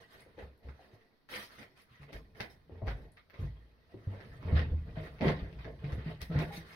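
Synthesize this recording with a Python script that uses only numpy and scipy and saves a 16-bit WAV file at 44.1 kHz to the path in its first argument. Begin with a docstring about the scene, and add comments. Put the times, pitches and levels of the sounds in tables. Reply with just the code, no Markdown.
"""Careful steps in a derelict corridor

Slow steps thud on a hollow floor: each thud is a fading low tone with noise and a dull heel bump.
Noise makes the floor's murmur and the air's hush. Plaster grinds as thousands of tiny fading tones.
Loose pieces knock and chips tick as short tones; flakes snap as ringing clicks. Bare walls add echoes."""
import sys
import numpy as np
from scipy import signal
from scipy.io import wavfile

SR = 44100
rng = np.random.default_rng(int(sys.argv[2]) if len(sys.argv) > 2 else 0)


def dump(signal):
    """Clip the signal to [-1, 1] and save it as 16-bit WAV at the path in sys.argv[1]."""
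    limited = np.clip(np.atleast_2d(signal).T, -1, 1)
    pcm = np.round(limited * 32767).astype(np.int16)
    wavfile.write(sys.argv[1], SR, pcm)


N = 297939  # length in samples

# Event levels below are relative: the functions add shared offsets to many of them.
# The sole pressing and sliding on debris. Each row: start in seconds, length in seconds,
# lump level in dB, flake level in dB, grit level in dB.
PRESSES = [(0.0, 0.0067, -52.5, -57.5, -63.5), (0.074, 0.14, -62, -62, -69.5),
           (0.365, 0.071, -48.5, -58.5, -75.5), (0.61, 0.097, -58, -68.5, -81),
           (0.78, 0.069, -64, -70, -81), (0.924, 0.025, -58.5, -72.5, -77), (1.284, .1, -50.5, -47.5, -51),
           (1.377, 0.055, -54.5, -50, -54), (1.5, 0.056, -66, -61.5, -65), (1.57, 0.056, -52, -57, -63.5),
           (1.75, 0.067, -67.5, -66.5, -70.5), (1.866, 0.16, -78, -65.5, -79),
           (2.009, 0.03, -58.5, -70, -74), (2.074, 0.035, -57, -63, -81), (2.117, 0.046, -48, -57, -65),
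           (2.342, 0.11, -53.5, -61, -69), (2.494, 0.018, -59.5, -77, -67.5),
           (2.686, .1, -54.5, -71.5, -92), (2.799, 0.088, -47, -68, -98), (2.854, 0.056, -52, -52, -68),
           (2.93, 0.12, -56, -73, -79), (3.163, .025, -82, -63.5, -84), (3.326, 0.038, -58, -63, -82),
           (3.359, 0.1, -53.5, -60, -71.5), (3.906, .04, -61, -70.5, -84), (4.075, 0.12, -50, -65, -90),
           (4.185, 0.044, -56, -70, -97), (4.4, 0.22, -42, -53, -76.5), (4.546, 0.06, -41, -44.5, -70),
           (4.693, 0.043, -52, -81, -95), (4.862, 0.034, -54.5, -65, -93), (4.946, 0.044, -52, -56, -87.5),
           (4.975, 0.097, -48.5, -56.5, -69.5), (5.201, 0.056, -29, -45.5, -64.5),
           (5.232, 0.077, -31, -39.5, -62), (5.358, .05, -49, -55.5, -82), (5.571, 0.065, -75, -59.5, -78),
           (5.644, .05, -42.5, -64, -96), (5.808, 0.11, -47, -56, -74.5), (5.916, 0.033, -47, -61, -69),
           (5.966, 0.055, -51, -56, -80), (6.038, 0.083, -47.5, -53, -72.5),
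           (6.203, 0.027, -54, -52, -57.5), (6.292, 0.14, -38.5, -48.5, -74),
           (6.378, 0.052, -41, -47.5, -60), (6.469, 0.033, -46.5, -57, -69), (6.513, 0.06, -50, -50, -56),
           (6.643, 0.11, -71, -57.5, -66)]
# What goes on between steps. Each row: time in seconds, rustle level in dB, floor murmur level in dB.
BETWEEN = [(0, -71, -68), (.45, -68, -63), (.58, -80, -74), (.85, -64.5, -80), (1.26, -82, -83),
           (1.6, -71, -66), (1.87, -80.5, -75), (2.2, -80, -57), (2.65, -77, -62.5), (2.95, -70.5, -54),
           (3.25, -78.5, -77.5), (3.48, -69.5, -53), (3.78, -75.5, -74), (4.25, -60, -53.5),
           (4.65, -69, -39), (5.1, -62, -49.5), (6.3, -68, -50.5), (6.76, -61, -60)]
# Tiny hard chips flicked aside. Each row: start in seconds, level in dB, pitch in Hz.
CHIPS = [(0.131, -63, 11700), (0.206, -58, 9700), (0.577, -73, 11600), (1.818, -64.5, 11000),
         (3.12, -64.5, 9800), (3.302, -70, 14000), (4.368, -73, 8600)]
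# Loose boards and lumps knocking. Each row: start in seconds, level in dB, pitch in Hz,
# basic ring time in seconds (PIECE_TONES scales it for each tone).
KNOCKS = [(0.263, -40, 460, 0.028), (0.381, -31, 457, 0.045), (0.793, -42.5, 740, 0.038),
          (1.334, -36.5, 490, 0.078), (1.594, -51, 274, 0.16), (2.129, -34, 267, 0.033),
          (2.696, -33, 445, 0.014), (2.819, -32, 624, 0.083), (2.876, -23, 740, 0.016),
          (3.943, -29.5, 337, 0.031), (4.586, -39, 380, 0.056), (4.967, -36, 632, 0.23),
          (5.246, -19, 380, 0.06), (5.281, -19.5, 386, 0.022), (5.305, -36, 790, 0.047),
          (6.504, -41, 815, 0.2)]
# The tones in a knocked piece. Each row: multiple of its pitch, level in dB, share of its ring time.
PIECE_TONES = [(0.722, -9, 1.27), (1, 1, 0.74), (1.17, -17.5, 0.55), (1.55, -15.5, 0.43), (2.5, -23, 0.32)]
# Plaster flakes snapping. Each row: start in seconds, level in dB, fine splinter level in dB,
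# pitch in Hz, left-minus-right balance in dB.
SNAPS = [(0.39, -44, -86, 1700, -1), (0.687, -42.5, -87, 1510, -6.5), (1.2895, -42.5, -80, 1750, -5),
         (1.3396, -33, -60, 2390, -2), (1.3608, -34, -61, 2460, 4), (1.501, -47.5, -74, 1550, -9),
         (1.6296, -41, -73, 2050, -2), (1.803, -58, -79, 2320, -3), (2.0316, -44.5, -86, 2030, -4),
         (2.1301, -41, -52, 2000, -4), (2.3496, -49.5, -77, 1800, -9), (2.396, -37, -60, 1850, -22),
         (2.4059, -23.5, -46.5, 2150, -2), (2.8706, -38, -61.5, 2030, -9), (2.8827, -29, -75, 1550, -3),
         (3.172, -46.5, -80.5, 2070, -4), (3.2991, -46, -72, 1790, -7), (3.342, -45, -82, 1870, -4),
         (4.1318, -48.5, -86, 1010, -6), (4.2045, -41.5, -91, 1780, -7.5), (4.2495, -48.5, -88, 2200, -2),
         (4.4222, -43, -81.5, 1130, -14.5), (4.572, -33, -73, 1450, -7), (4.593, -33.5, -58, 2770, 2),
         (5.186, -44, -85, 2190, -10), (5.21, -28.5, -68, 2140, -6), (5.2682, -32, -70, 1010, -7),
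         (5.2826, -22.5, -72, 2010, -2.5), (5.528, -48.5, -90, 2600, 1), (5.6458, -37, -76, 1760, -6),
         (5.8436, -41, -80, 2020, -4), (5.9219, -37.5, -58, 1660, -5.5), (6.217, -42.5, -42.5, 2100, 2),
         (6.3241, -42, -79, 1770, -4), (6.3901, -36.5, -53.5, 1840, 11)]
# Weight landing on the floor. Each row: start in seconds, level in dB, pitch of that spot in Hz,
# time to fade by 60 dB in seconds.
THUDS = [(0.423, -43, 67.6, 0.3), (0.646, -47.5, 67.9, 0.47), (0.677, -45, 72, 0.22),
         (0.931, -52.5, 106, .15), (1.906, -62, 120, .3), (1.998, -51.5, 141, 0.53),
         (2.142, -41.5, 49.6, 0.34), (2.404, -38.5, 115, 0.057), (2.711, -49, 86, 0.89),
         (2.82, -33, 102, 0.22), (2.867, -32, 54.6, 0.4), (2.901, -43.5, 47.5, 0.58),
         (3.389, -33, 94, 0.27), (3.412, -37.5, 55.8, 0.67), (3.43, -43, 134.9, 0.3),
         (3.935, -49, 108, 0.35), (4.069, -33.5, 98.5, 0.35), (4.448, -33.5, 88.5, 1),
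         (4.519, -20, 77.6, 0.49), (4.713, -27.5, 77.6, 0.35), (4.969, -37, 155.6, 0.3),
         (5.205, -37, 176.2, 0.87), (5.265, -28.5, 149.5, 0.38), (5.418, -30.5, 57.7, 0.16),
         (5.552, -43.5, 56.7, 0.55), (5.663, -46, 68, 0.15), (5.836, -37.5, 144.2, 0.59),
         (5.921, -34, 68, .4), (5.977, -27.5, 120, 0.042), (6.06, -35.5, 157.7, .28), (6.217, -35, 61, .12),
         (6.296, -35, 164.2, 0.84), (6.353, -26, 152, 0.32), (6.573, -39.5, 163.2, 0.25)]

# Spectrum shapes; only differences within a table matter. Each row: frequency in Hz, level in dB per Hz.
AIR_COLOUR = [(25, 2.5), (80, -14), (250, -2), (500, -17), (1000, -15.5), (2000, -20.5), (2900, -28),
              (4300, -18.5), (5900, -31.5), (7000, -49.5), (11600, -33.5), (16000, -39)]  # still air and microphone hiss
LUMP_COLOUR = [(110, -33.5), (190, 1), (255, -2.5), (303, 1.5), (345, -4.5), (385, 1.5), (418, -5.5),
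               (447, 2.5), (480, -0.5), (600, -3), (790, -8.5), (1050, -17), (1800, -54.5)]
FLAKE_COLOUR = [(450, -5), (880, -6.5), (1060, 0), (1200, 0.5), (1550, -1.5), (1900, 4.5), (2300, -3),
                (2650, -5.5), (3800, -7), (4800, -13), (5900, -30), (6900, -46), (10000, -25)]
GRIT_COLOUR = [(1500, -45.5), (3200, 5.5), (4700, 8), (6000, 3.5), (7100, -12), (8600, -3.5), (10000, -6),
               (11300, -0.5), (13000, -8.5), (16000, -8)]
FLOOR_COLOUR = [(18, -17), (35, -7.5), (65, -0.5), (85, -2), (115, -3), (155, -5), (210, -19), (330, -22),
                (700, -90.5)]
CRACK_COLOUR = [(300, 12), (800, 13), (1300, 0.5), (2200, 3.5), (3000, -1.5), (4600, 3), (5900, -1),
                (6900, -29), (10000, -31)]  # the body of a snapping flake
HEEL_COLOUR = [(70, -43.5), (130, 1.5), (170, 9), (230, 4.5), (310, -0.5), (500, -1), (1000, -69)]  # the dull bump of a heel
# How echoes fade by 60 dB. 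Each row: frequency in Hz, time for the near walls in seconds,
# time for the rooms beyond in seconds.
CORRIDOR = [(76, 0.033, 1), (400, 0.19, 0.58), (1970, 0.21, 0.42), (6000, 0.12, 0.23), (14700, 0.22, 0.72)]

AIR_DB = -73.5
RISE_SHARE = .4  # the load grows over this share of a press, then holds
RELEASE_DB_PER_S = 258.5  # the crunch stops quickly once the foot rests
TAIL_DB, TAIL_DB_PER_S = -12.5, 85  # then the room's faint echo of the crunch fades more slowly
FLAKE_BALANCE_DB = -2  # left minus right: the crunch leans slightly right
FLAKE_CYCLES = 1.3  # a snapped flake's ring falls to about 37 % in this many cycles
LOAD_CYCLES = .8  # a thud builds up over this many swings of the floor
EDGE_HZ = 15900  # upper edge of the final sound


def amp(db):
    """Turns decibels into gain."""
    return 10 ** (np.asarray(db) / 20)


def balance(db):
    """Gives left and right gains whose difference is db; positive leans left."""
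    return amp(db * np.array([[.5], [-.5]]))


def fade(t, t60):
    """Fades smoothly, by 60 dB in t60 seconds."""
    return np.exp(-np.log(1000) * t / t60)


def evened(x):
    """Scales the average strength (rms) to 1."""
    return x / np.sqrt(np.mean(x ** 2) + 1e-20)


def read(points, hz, axis=1):
    """Reads a table column between its rows, along log frequency."""
    table = np.array(points)
    return np.interp(np.log(hz + 1), np.log(table[:, 0] + 1), table[:, axis])


def curve(rows, axis=1):
    """Reads a table column between its rows, along time."""
    table = np.array(rows)
    return np.interp(np.arange(N) / SR, table[:, 0], table[:, axis])


def add(mix, s, sound):
    """Lays a sound into the mix at time s, cutting off what runs past the end."""
    start = max(round(s * SR), 0)
    part = mix[..., start:][..., :sound.shape[-1]]
    part += sound[..., :part.shape[-1]]


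def colour(x, points, size=8192):
    """Shapes a spectrum with a filter of energy 1 that only rings after its input."""
    log_gain = np.log(amp(read(points, abs(np.fft.fftfreq(size, 1 / SR)))))
    minimum_phase = np.conj(signal.hilbert(log_gain))
    ring = np.fft.ifft(np.exp(minimum_phase)).real[:size // 2]
    ring = ring[None] / np.linalg.norm(ring)
    return signal.oaconvolve(np.atleast_2d(x), ring, axes=1)[:, :N]


def corridor(x, near_db, far_db, lag=0., first_s=.0025, early_per_s=250, growth=30000):
    """Adds wall echoes that crowd into a tail; the direct sound goes to one channel only."""
    delay = np.arange(SR) / SR
    density = np.minimum((early_per_s + growth * delay) / SR, 1)  # chance of an echo per sample
    taps = rng.choice([-1, 1], (2, 2, SR)) * (rng.random((2, 2, SR)) < density)
    taps = taps * (delay > first_s) / np.sqrt(density)
    # each frequency fades at its own speed, for near walls and for rooms beyond
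    hz, t, z = signal.stft(taps, SR, nperseg=256)
    t60 = np.array([read(CORRIDOR, hz, axis=1), read(CORRIDOR, hz, axis=2)])[:, None, :, None]
    tails = signal.istft(z * fade(t, t60), SR, nperseg=256)[1]
    near, far = tails / np.linalg.norm(tails, axis=-1, keepdims=True)
    echo = amp(near_db) * near + amp(far_db) * far
    direct_channel = int(lag < 0)  # right for a negative lag, otherwise left
    echo[direct_channel, round(abs(lag) * SR)] += 1  # direct sound, lag in seconds
    echo = echo / np.linalg.norm(echo[0])
    return signal.fftconvolve(np.atleast_2d(x), echo, axes=1)[:, :N]


def air(mirrored=0.1):
    """The empty building's faint steady hush is shaped noise, a little of it shared between channels."""
    hush = colour(rng.standard_normal((2, N)), AIR_COLOUR)
    return amp(AIR_DB) * (hush + mirrored * hush[::-1])


def pressure(axis):
    """Gain of one size of debris: every press rises, holds, lets go and leaves a slow, faint tail."""
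    t, power = np.arange(SR) / SR, np.zeros(N)
    for row in PRESSES:
        s, length = row[:2]
        rise = np.minimum(t / (RISE_SHARE * length), 1)
        after = np.maximum(t - length, 0)
        release = amp(-RELEASE_DB_PER_S * after)
        tail = amp(TAIL_DB - TAIL_DB_PER_S * after)
        fall = np.maximum(release, tail)
        add(power, s, (amp(row[axis]) * rise * fall) ** 2)  # overlaps add as power
    return np.sqrt(power)


def grains(spectrum, low_hz, high_hz, per_s, cycles, spread_db, near_db, clump_db=1.0, clump_s=.018):
    """Clumps of tiny fractures under heel and toe, each with its own size, pitch and length of ring."""
    t, out = np.arange(600) / SR, np.zeros((2, N))
    knots = np.arange(0, N / SR, clump_s)
    clumps_db = clump_db * rng.standard_normal(len(knots))
    for lag in (-.00035, .0001):  # seconds; one train of grains for each
        when, pitch, size, sign, hardness = rng.random((int(per_s * N / SR), 5)).T
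        hz = (low_hz + (high_hz - low_hz) * pitch)[:, None]
        # most crumble dully, a few hard chips ring
        damping = hz / (cycles * 10 ** hardness[:, None] ** 2)
        size_db = spread_db * np.minimum(-np.log(size), 4)
        size_db = size_db + np.interp(when * N / SR, knots, clumps_db)
        rings = np.sin(2 * np.pi * hz * t) * np.exp(-damping * t) * np.sqrt(damping)
        rings *= (np.sign(sign - .5) * amp(size_db))[:, None]
        at = (when * N).astype(int)[:, None] + np.arange(len(t))
        train = np.bincount(at.ravel(), rings.ravel(), N)[:N]  # sums all grains sample by sample
        out += corridor(train, near_db, near_db - 10.5, lag)
    return evened(colour(out, spectrum))


def grinding(lumps_db=0, flakes_db=1, grit_db=0, idle_lumps_db=3, idle_flakes_db=-2, idle_grit_db=-14):
    """Lumps roll, flakes crunch and grit hisses as the sole presses; a faint rustle goes on between steps."""
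    lumps = grains(LUMP_COLOUR, low_hz=170.6, high_hz=1222, per_s=350, cycles=1,
                   spread_db=2.0, near_db=-1.5)
    flakes = grains(FLAKE_COLOUR, low_hz=599, high_hz=6734, per_s=600, cycles=1.44,
                    spread_db=3.5, near_db=2.5)
    grit = grains(GRIT_COLOUR, low_hz=2450, high_hz=16200, per_s=830, cycles=11.0,
                  spread_db=2.0, near_db=12)
    lumps = 0.6 * lumps + 0.26 * lumps[::-1]  # long waves reach both channels more alike
    idle = curve(BETWEEN, axis=1)
    # presses and rustle add as power
    lumps = lumps * np.hypot(pressure(axis=2) * amp(lumps_db), amp(idle + idle_lumps_db))
    flakes = flakes * np.hypot(pressure(axis=3) * amp(flakes_db), amp(idle + idle_flakes_db))
    grit = grit * np.hypot(pressure(axis=4) * amp(grit_db), amp(idle + idle_grit_db))
    return lumps + flakes * balance(FLAKE_BALANCE_DB) + grit * balance(1.4)


def floor_noise(apart):
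    """Gives the floor's low noise as a shared part and a part that is opposite in the two channels."""
    shared, unlike = colour(rng.standard_normal((2, N)), FLOOR_COLOUR)
    return shared, apart * np.outer([1, -1], unlike)


def sway(press_db=-10, idle_db=-2):
    """The hollow floor murmurs under the moving weight, more where lumps roll, nearly alike in both channels."""
    shared, unlike = floor_noise(apart=.08)
    idle = amp(curve(BETWEEN, axis=2) + idle_db)
    gain = np.hypot(pressure(axis=2) * amp(press_db), idle)
    return gain * (shared + unlike)


def chips(level_db=14, ring_s=0.00048, balance_db=4):
    """Tiny hard chips land with a thin, high tick: a tone that dies almost at once."""
    t, out = np.arange(SR // 50) / SR, np.zeros(N)
    for s, db, hz in CHIPS:
        tick = np.sin(2 * np.pi * hz * t) * np.exp(-t / ring_s)
        add(out, s, amp(db + level_db) * tick)
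    return corridor(out, near_db=0.5, far_db=-9.5) * balance(balance_db)


def knocks(level_db=3, contact_s=0.00068):
    """Loose pieces tip and hit the floor with a short hollow ring made of several fading tones."""
    t, out = np.arange(SR // 3) / SR, np.zeros(N)
    for s, db, hz, t60 in KNOCKS:
        ring = np.zeros(len(t))
        for multiple, tone_db, share in PIECE_TONES:
            tone = np.sin(2 * np.pi * hz * multiple * t)
            ring += amp(tone_db) * tone * fade(t, t60 * share)
        softened_start = 1 - np.exp(-t / contact_s)
        add(out, s, amp(db + level_db) * ring * softened_start)
    wet = corridor(out, near_db=-2, far_db=-9)
    return 0.55 * wet + 0.28 * wet[::-1]  # blends the two channels


def snaps(level_db=15, splinter_db=23, crumble=0.24, crumble_s=0.0022, near_db=-2, far_db=-10):
    """A flake breaks with one sharp click, a cycle or two of ring and a few milliseconds of crumbling."""
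    t = np.arange(SR // 16) / SR
    body, fine = np.zeros((2, 2, N))
    for s, db, fine_db, hz, balance_db in SNAPS:
        sparse = rng.random(len(t)) < .1
        crack = crumble * rng.standard_normal(len(t)) * sparse * np.exp(-t / crumble_s)
        crack[0] = 1  # the sharp click
        ring = np.cos(2 * np.pi * hz * t) * np.exp(-hz * t / FLAKE_CYCLES)
        flake = signal.fftconvolve(crack, ring / np.linalg.norm(ring))
        sides = balance(balance_db)
        add(body, s, flake * sides * amp(db + level_db))
        add(fine, s, crack * sides * amp(fine_db + splinter_db))
    broken = colour(body, CRACK_COLOUR) + colour(fine, GRIT_COLOUR)
    return corridor(broken, near_db, far_db, lag=.00007, early_per_s=410)


def thuds(scatter=0.26, octave_db=-20, level_db=4, heel_db=-15, heel_s=0.018):
    """The heel bumps, the floor swings at its local pitch and neighbouring boards shudder with it."""
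    t, out = np.arange(SR) / SR, np.zeros((2, N))
    shared, unlike = floor_noise(apart=0.056)
    shudder = scatter * shared + unlike
    bumps = amp(heel_db) * colour(rng.standard_normal(N), HEEL_COLOUR)
    for s, db, hz, t60 in THUDS:
        turn = 2 * np.pi * hz * t
        now = (round(s * SR) + np.arange(SR)) % N  # the stretch of noise used here
        swing = np.sin(turn) + amp(octave_db) * np.sin(2 * turn)
        swing = (swing + shudder[:, now]) * fade(t, t60)
        bump = bumps[:, now] * np.exp(-t / heel_s)
        build_up = np.minimum(t * hz / LOAD_CYCLES, 1)
        add(out, s, amp(db + level_db) * (swing + bump) * build_up)
    return out


def scene():
    """Everything the feet do, over the hush."""
    return air() + grinding() + sway() + chips() + knocks() + snaps() + thuds()


def record(dry):
    """The recorder's band limit: a filter removes what lies above EDGE_HZ."""
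    low_pass = signal.firwin(511, EDGE_HZ, window=("kaiser", 9), fs=SR)
    return signal.oaconvolve(dry, low_pass[None], "same")


dry = scene()
out = record(dry)
dump(out)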